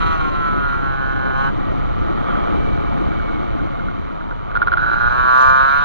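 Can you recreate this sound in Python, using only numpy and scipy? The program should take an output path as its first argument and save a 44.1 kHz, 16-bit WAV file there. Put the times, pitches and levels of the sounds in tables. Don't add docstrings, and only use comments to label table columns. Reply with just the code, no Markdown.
import sys
import numpy as np
from scipy import signal
from scipy.fft import rfft, irfft, next_fast_len
from scipy.io import wavfile
from scipy.ndimage import uniform_filter1d, minimum_filter1d

SR = 44100
rng = np.random.default_rng(int(sys.argv[2]) if len(sys.argv) > 2 else 0)


def put_to_file(sound):
    columns = np.atleast_2d(sound).T
    safe = np.clip(columns, -1, 1)
    whole_steps = np.round(safe * 32767)
    wavfile.write(sys.argv[1], SR, whole_steps.astype(np.int16))


N = 257544
TIME = np.arange(N) / SR
SIZE = next_fast_len(N + SR // 4) // 2 * 2
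FREQ = np.arange(SIZE // 2 + 1) * SR / SIZE

# [t/s, f/Hz]
CRANK_SPEED = [(0, 163.8), (.11, 162.3), (.24, 154.6), (.33, 151), (.42, 149.3), (.62, 142), (.78, 137.6),
               (1.02, 134), (1.35, 132.9), (1.49, 138.6), (1.61, 129), (1.9, 119.5), (2.4, 117),
               (2.85, 114), (3.05, 114.8), (3.45, 108.7), (3.75, 108), (4.5, 104.7), (4.85, 114.7),
               (5.4, 129.7), (5.59, 132.8), (5.84, 145.3)]
# [t/s, bark level/dB, pipe ring level/dB, silencer rasp level/dB]
EASING = [(0, -22.5, -24, -35.5), (.22, -23.5, -25, -39), (.31, -25.5, -27.5, -41),
          (.38, -26.5, -23.5, -43), (.65, -27.5, -21.5, -44.5), (1.1, -27.5, -24, -45),
          (1.34, -26, -24, -44), (1.39, -20, -23, -38), (1.46, -19.5, -19.5, -37.5), (1.49, -25, -21, -42)]
# [t/s, bark level/dB, pipe ring level/dB, silencer rasp level/dB]
PULLING = [(4.8, -25, -15.5, -44), (4.95, -23.5, -15.5, -42.5), (5.04, -22, -13, -41.5),
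           (5.2, -19.5, -15, -39), (5.41, -11.7, -13, -36), (5.6, -15.5, -13, -36),
           (5.72, -20.5, -13.5, -35), (5.84, -19.5, -18, -36)]
MISFIRES = [4.804, 4.848, 4.902, 4.947, 4.991, 5.091]
# [t/s, level/dB of the first, number of firings, level gained by each next one/dB]
POPS = [(2.2138, -27, 1, 0), (2.2956, -22, 2, -1), (2.352, -23, 1, 0), (2.4563, -23, 1, 0),
        (2.6428, -25, 1, 0), (2.8683, -27, 1, 0), (3.1178, -25, 3, 0), (3.1966, -26, 1, 0),
        (3.2834, -27, 2, 0), (3.59, -28, 2, 0), (3.7942, -28, 1, 0), (3.8834, -25, 1, 0),
        (4.2088, -25.5, 1, 0), (4.3095, -21.5, 2, -6), (4.5136, -25, 1, 0), (4.5520, -14.5, 3, 1.7),
        (4.6168, -10.5, 2, -.3), (4.6715, -9.5, 2, -2.5), (4.7175, -12, 3, 1.2), (4.7708, -11, 3, -3.5)]
# [cycles per crank turn, loudest t/s, width/s, level/dB]
COASTING_HARMONICS = [(15, 1.68, .17, -42), (16, 2.25, .2, -41), (27, 2.35, .2, -47), (29, 2.35, .15, -48),
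                      (20, 2.7, .2, -43), (20, 3.22, .28, -41.5), (20, 3.8, .25, -47), (11, 2.1, .6, -39),
                      (10, 3.6, .7, -38.5), (9, 4.25, .25, -41)]
# [t/s, level/dB]
CRACKLES = [(5.3392, -30), (5.3552, -26), (5.3783, -26), (5.4016, -25), (5.4093, -25), (5.4170, -20),
            (5.4250, -30), (5.4400, -25), (5.4932, -26), (5.5011, -23), (5.5620, -32)]
# [t/s, level/dB]
RIDE_SHAKING = [(0, -26), (1, -28.2), (2, -26), (2.5, -23.5), (3.2, -25.6), (3.8, -29.5), (4.4, -34.7),
                (5.25, -30), (5.84, -34)]

# [f/Hz, level/dB]
HOT_PIPE = [(150, -16), (400, -31), (640, -25), (760, -13), (890, -20), (980, -7), (1070, 1), (1150, -2),
            (1220, -10), (1305, 2), (1410, 0), (1470, -4), (1620, -17), (1800, -22), (1950, -17),
            (2300, -35), (2700, -55), (8000, -100)]
# [f/Hz, level/dB]
COOLER_PIPE = [(140, -6), (260, -17), (400, -23), (540, -14), (660, -25), (800, -7), (930, -10), (1070, -2),
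               (1220, -6), (1330, -9), (1400, -3), (1480, 2), (1620, -7), (1750, -10), (1900, -27),
               (2300, -34), (2700, -55), (8000, -100)]
# [f/Hz, level/dB]
CATCHING_PIPE = [(100, -38), (390, -26), (480, -18), (590, -12), (710, -14), (830, -10), (950, -10),
                 (1060, -9), (1180, -2), (1300, -9), (1420, 1), (1490, 3), (1560, -5), (1660, -9),
                 (1780, -25), (2050, -29), (2700, -55), (8000, -100)]
# [f/Hz, level/dB]
PULLING_PIPE = [(100, -38), (260, -32), (390, -27), (530, -14), (680, -12), (800, -22), (910, -10),
                (1040, -3), (1170, 1), (1290, -8), (1420, 0), (1560, -5), (1690, -10), (1850, -23),
                (2000, -35), (2230, -32), (2700, -55), (8000, -100)]
# [f/Hz, level/dB]
EASING_RASP = [(1500, -25), (1980, -12), (2140, 1), (2300, 0), (2450, -9), (2600, -9), (2740, 2), (2950, 0),
               (3100, 0), (3300, -8), (3550, -11), (3770, -3), (4050, -4), (4600, -20), (5200, -27),
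               (5900, -15), (6550, -30), (7500, -28), (9000, -46), (16000, -75)]
# [f/Hz, level/dB]
PULLING_RASP = [(1500, -25), (2050, -1), (2240, 0), (2450, -4), (2700, -2), (3000, 1), (3420, -11),
                (3740, 0), (4080, 0), (4600, -16), (5200, -25), (5900, -12), (6550, -30), (7500, -30),
                (9000, -50), (16000, -75)]
# [f/Hz, level/dB]
POP_TONE = [(200, -30), (600, -16), (880, -14), (1120, -6), (1270, -11), (1430, 2), (1640, -8), (1950, -29),
            (2500, -34), (3000, -28), (4100, -34), (5200, -56), (6000, -63), (12000, -110)]
# [f/Hz, level/dB]
CLATTER_TONE = [(200, -22), (330, -6), (540, -2), (790, -1), (920, -8), (1180, 0), (1290, -3), (1400, -2),
                (1650, -13), (1900, -15), (2080, -22), (2280, -19), (2550, -29), (5000, -60), (9000, -95)]
# [f/Hz, level/dB]
BUFFET_TONE = [(8, -12), (20, -1), (35, 0), (80, -2.5), (130, -6), (250, -21), (1000, -70), (5000, -110)]
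# [f/Hz, level/dB]
RUMBLE_TONE = [(30, -15), (110, 0), (155, -3), (210, 1), (320, -1), (430, -8), (760, -11), (1000, -22),
               (2000, -42), (8000, -100)]
# [f/Hz, level/dB]
RUSH_TONE = [(900, -2), (1400, 6), (2050, -4), (2250, -2), (2500, -6), (2780, -7), (2950, 2), (3450, -4),
             (3950, -3), (4600, -15), (5250, -26), (5900, -15), (6550, -32), (6950, -26), (7650, -30),
             (8100, -46), (9500, -46), (14000, -70)]
# [f/Hz, level/dB]
SIZZLE_TONE = [(1500, -25), (2800, 0), (4200, 2), (6700, 1), (8000, -11), (10000, -12), (10800, -28),
               (16000, -50)]
# [f/Hz, level/dB]
CRACKLE_TONE = [(1500, -25), (3000, 0), (4100, 1), (5000, -7), (6600, -3), (7700, -20), (10000, -21),
                (11000, -34), (16000, -55)]
# [f/Hz, level/dB]
PORT_BALANCE = [(30, -2), (120, 0), (260, 2.5), (500, 0), (900, 1.5), (1200, 0), (1420, -3), (1720, -14),
                (2100, 1), (2600, 3), (3000, -7), (3600, -13), (5200, -7), (6000, -12), (8000, -9),
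                (11000, -16)]
# [f/Hz, phase lead/rad]
PORT_PHASE = [(30, 4.0), (150, 3.4), (330, 2.85), (750, 2.7), (1000, 2.35), (1300, 1.75), (1650, 1.65),
              (2050, -.2), (2400, -1.5), (2700, -2.2), (3100, -4.6), (3650, -6), (4250, -6.3), (5400, -8.7)]

ROUGH_AT_PART, PART_THROTTLE_DB, EVENING_PER_DB = .17, -25, .075
HARD_FIRING_S = 5.3995
MISFIRE_LOSS, MISFIRE_WIDTH_S = .76, .0062
FLUTTER_DB, FLUTTER_HZ = .9, 28
BASS_LAG_S, BASS_BELOW_HZ = .0022, 1420
HOWL_HZ, HOWL_DB, HOWL_S, HOWL_WIDTH_S = 1370, -25.5, .07, .2
COAST_FROM_S, COAST_TO_S, COAST_FADE_S = 1.5, 4.65, .15
RATTLE_S, RATTLE_WIDTH_S, RATTLE_DB = 2.37, .13, 5.5
CATCH_S, CATCH_WIDTH_S, CATCH_DB = 4.68, .17, 7
USUAL_RIDE_DB = -27
BUFFET_SWELL_S, BUFFET_SWELL_WIDTH_S, BUFFET_SWELL_DB = 4.85, .4, 2.5
FIRING_GAP_S = .0092
CUTOFF_HZ = 11400


def from_db(db):
    return 10 ** (np.asarray(db) / 20)


def rms_one(x):
    return x / np.sqrt(np.mean(x ** 2) + 1e-20)


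def in_time(rows):
    s, *columns = np.transpose(rows)
    return [np.interp(TIME, s, c) for c in columns]


def across_hz(points):
    hz, value = np.transpose(points)
    return np.interp(np.log(FREQ + 1), np.log(hz), value)


def swell(centre_s, width_s):
    return np.exp(-((TIME - centre_s) / width_s) ** 2)


def body(points):
    cepstrum = irfft(np.log(from_db(across_hz(points))), SIZE)
    cepstrum[1:SIZE // 2] *= 2
    cepstrum[SIZE // 2 + 1:] = 0
    return np.exp(rfft(cepstrum))


def through(x, response):
    return irfft(rfft(x, SIZE) * response, SIZE)[:N]


def drift(corner_hz):
    return rms_one(through(rng.standard_normal(N), 1 / (1 + (FREQ / corner_hz) ** 4)))


def strokes(turns, rough, jitter_s):
    at = np.interp(np.arange(np.ceil(turns[-1])), turns, np.arange(N))
    chance = rng.standard_normal((len(at), 2))
    uneven = (rough * np.ones(N))[at.astype(int)]
    at = np.clip(at + chance[:, 0] * uneven * jitter_s * SR, 0, N - 2)
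    strength = np.exp(uneven * chance[:, 1] - uneven ** 2)
    first, fraction = at.astype(int), at % 1
    early = np.bincount(first, strength * (1 - fraction), N)
    late = np.bincount(first + 1, strength * fraction, N)
    return rms_one(early + late)


def puffs(turns, decay):
    return rms_one(rng.standard_normal(N) * np.exp(-decay * (turns % 1)))


def reflections(share, trip_s):
    share, trip = np.clip(share, 0, .999), np.exp(-2j * np.pi * FREQ * trip_s)
    return (share - trip) / (1 - share * trip)


def bass_lag():
    delay_s = BASS_LAG_S / (1 + (FREQ / BASS_BELOW_HZ) ** 30)
    return np.exp(-2j * np.pi * np.cumsum(delay_s) * SR / SIZE)


def shell_modes(ring_s, share):
    tail = rng.standard_normal(N) * np.exp(-TIME / ring_s)
    return 1 + share * rfft(tail / np.sqrt(np.sum(tail ** 2)), SIZE)


def throttle(rows, fade_s):
    outside = np.maximum(np.maximum(rows[0][0] - TIME, TIME - rows[-1][0]), 0)
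    return from_db(in_time(rows)) * np.exp(-outside / fade_s)


def exhaust(turns, rows, tone, rasp_tone, bark_db, ring_db, ring_hz, ring_width_hz,
            direct, trip_s, turbulence, ring_hold):
    rough = ROUGH_AT_PART * np.exp(-EVENING_PER_DB * np.maximum(in_time(rows)[0] - PART_THROTTLE_DB, 0))
    bark, ring, rasp = throttle(rows, fade_s=.01)
    firings = strokes(turns, rough, jitter_s=.00009)
    gush = puffs(turns, decay=1.8)
    skipped = sum(np.exp(-((TIME - s) / MISFIRE_WIDTH_S) ** 4) for s in MISFIRES)
    gas = (1 - MISFIRE_LOSS * skipped) * (firings + turbulence * rough * gush)

    pipe = body(tone) * reflections(direct, trip_s) * reflections(share=.35, trip_s=.0009) * bass_lag()
    ring_share = 1 / (1 + ((FREQ - ring_hz) / ring_width_hz) ** 8)
    ring_pipe = pipe * ring_share * reflections(ring_hold, trip_s=.0007)
    barking = from_db(bark_db) * bark * rms_one(through(gas, pipe * (1 - ring_share)))
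    ringing = from_db(ring_db) * ring * rms_one(through(gas, ring_pipe))

    shell = body(rasp_tone) * reflections(share=.6, trip_s=.0013) * shell_modes(ring_s=.012, share=.8)
    rasping = rasp * rms_one(through(firings + .3 * gush, shell))
    return barking + ringing + rasping


def blend(first, second, from_s, to_s):
    share = np.interp(TIME, [from_s, to_s], [0, 1])
    return (1 - share) * first + share * second


def howl(waver_db, wobble_rad):
    level = from_db(HOWL_DB + waver_db * drift(15)) * swell(HOWL_S, HOWL_WIDTH_S)
    return level * np.sin(2 * np.pi * HOWL_HZ * TIME + wobble_rad * drift(12))


def coasting():
    inside_s = np.minimum(TIME - COAST_FROM_S, COAST_TO_S - TIME)
    return np.clip(.5 + inside_s / COAST_FADE_S, 0, 1)


def shaking_db():
    return in_time(RIDE_SHAKING)[0] - USUAL_RIDE_DB


def overrun(turns, level_db, coasting_db, follows_ride, pumping, burble_db):
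    knocks = pumping * strokes(turns, rough=.2, jitter_s=.0001) + puffs(turns, decay=.7)
    db = level_db + coasting_db * coasting() + follows_ride * shaking_db()
    db = db + RATTLE_DB * swell(RATTLE_S, RATTLE_WIDTH_S) + CATCH_DB * swell(CATCH_S, CATCH_WIDTH_S)
    clatter = rms_one(through(knocks, body(CLATTER_TONE) * bass_lag()))
    return from_db(db + burble_db * drift(20)) * clatter


def ride(turns, buffet_db, buffet_follows, waver_db, rumble_db, rush_db, rush_follows):
    shake_db = shaking_db()
    buffet_level = buffet_db + buffet_follows * shake_db
    buffet_level = buffet_level + BUFFET_SWELL_DB * swell(BUFFET_SWELL_S, BUFFET_SWELL_WIDTH_S)
    buffet = rms_one(through(rng.standard_normal(N), body(BUFFET_TONE)))
    buffet = from_db(buffet_level + waver_db * drift(10)) * buffet

    pulling = np.interp(TIME, [4.4, 5.4], [0, 1])
    rumble = rms_one(through(rng.standard_normal(N), body(RUMBLE_TONE)))
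    rumble = from_db(rumble_db + shake_db + waver_db * drift(7) - 3.5 * pulling) * rumble

    housing = body(RUSH_TONE)
    rush_level = from_db(rush_db + rush_follows * shake_db + 4.5 * pulling)
    port_noises = [rms_one(through(puffs(turns, decay=.6), housing)) for port in range(2)]
    return buffet + rumble + rush_level * np.array(port_noises)


def coasting_harmonics(turns, waver_db, wobble_depth):
    waver, wobble = waver_db * drift(14), wobble_depth * drift(45)
    harmonics = np.zeros(N)
    for per_turn, s, width_s, db in COASTING_HARMONICS:
        phase = 2 * np.pi * per_turn * turns + wobble * per_turn
        harmonics += from_db(db + waver) * swell(s, width_s) * np.sin(phase)
    return harmonics


def pops(level_db, gas_share, gas_s, direct, ring_hz, ring_width_hz):
    blows = np.zeros(N)
    age = np.arange(SR // 25) / SR
    for s, db, count, growth_db in POPS:
        for k in range(round(count)):
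            blow = gas_share * rng.standard_normal(len(age)) * np.exp(-age / gas_s)
            blow[0] += 1
            start = int((s + k * FIRING_GAP_S) * SR)
            blows[start:start + len(age)] += from_db(db + k * growth_db) * blow
    resonance = 1 / (1 + 2j * (FREQ - ring_hz) / ring_width_hz)
    pipe = body(POP_TONE) * reflections(share=.45, trip_s=.0007) * (direct + resonance)
    return from_db(level_db) * through(blows, pipe / np.abs(irfft(pipe)).max())


def overload_crackle(sound, threshold_db, level_db, sizzle, uneven_db):
    excess = np.maximum(from_db(in_time(PULLING)[0] - threshold_db) - 1, 0)
    peaks = sound ** 2 * from_db(uneven_db * np.minimum(drift(70), 1.5))
    noise = rng.standard_normal(N) * (sizzle + peaks)
    return from_db(level_db) * excess * through(noise, body(SIZZLE_TONE))


def single_crackles(level_db, decay_s):
    envelope = np.zeros(N)
    for s, db in CRACKLES:
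        envelope += from_db(db) * (TIME >= s) * np.exp(-np.abs(TIME - s) / decay_s)
    return from_db(level_db) * through(rng.standard_normal(N) * envelope, body(CRACKLE_TONE))


def scene():
    speed_hz, = in_time(CRANK_SPEED)
    turns = np.cumsum(speed_hz) / SR
    turns = turns - np.interp(HARD_FIRING_S, TIME, turns) % 1

    hot = exhaust(turns, EASING, HOT_PIPE, EASING_RASP, bark_db=-1.8, ring_db=0, ring_hz=1550,
                  ring_width_hz=290, direct=.85, trip_s=.0021, turbulence=.4, ring_hold=.55)
    cooler = exhaust(turns, EASING, COOLER_PIPE, EASING_RASP, bark_db=-.1, ring_db=-.2, ring_hz=1600,
                     ring_width_hz=330, direct=.85, trip_s=.0021, turbulence=.9, ring_hold=.55)
    catching = exhaust(turns, PULLING, CATCHING_PIPE, PULLING_RASP, bark_db=-.2, ring_db=.3, ring_hz=1600,
                       ring_width_hz=330, direct=.9, trip_s=.0008, turbulence=1.9, ring_hold=.55)
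    pulling = exhaust(turns, PULLING, PULLING_PIPE, PULLING_RASP, bark_db=-.2, ring_db=.3, ring_hz=1600,
                      ring_width_hz=330, direct=1, trip_s=.0008, turbulence=1.3, ring_hold=1)
    easing = blend(hot, cooler, from_s=.75, to_s=1.0) * from_db(FLUTTER_DB * drift(FLUTTER_HZ))
    sound = easing + howl(waver_db=1.5, wobble_rad=.4)
    sound = sound + blend(catching, pulling, from_s=5.1, to_s=5.2)

    sound = sound + overload_crackle(sound, threshold_db=-16.5, level_db=-28, sizzle=.25, uneven_db=3)
    sound = sound + single_crackles(level_db=6.5, decay_s=.0007)
    sound = sound + pops(level_db=4.2, gas_share=.045, gas_s=.0033, direct=.85,
                         ring_hz=1430, ring_width_hz=170)
    sound = sound + overrun(turns, level_db=-30, coasting_db=2.0, follows_ride=.6,
                            pumping=.55, burble_db=.8)
    sound = sound + coasting_harmonics(turns, waver_db=2.0, wobble_depth=.04)
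    left, right = sound + ride(turns, buffet_db=-23, buffet_follows=.7, waver_db=1.6,
                               rumble_db=-24.4, rush_db=-40.5, rush_follows=.7)
    left_port = from_db(across_hz(PORT_BALANCE)) * np.exp(1j * across_hz(PORT_PHASE))
    return np.array([through(left, left_port), right])


def record(dry):
    top = .95
    room = top / np.maximum(np.abs(dry).max(axis=0), top)
    gain = uniform_filter1d(minimum_filter1d(room, size=400), size=400)
    low_pass = signal.cheby1(10, .2, CUTOFF_HZ, fs=SR, output="sos")
    return signal.sosfilt(low_pass, dry * gain)


dry = scene()
out = record(dry)
put_to_file(out)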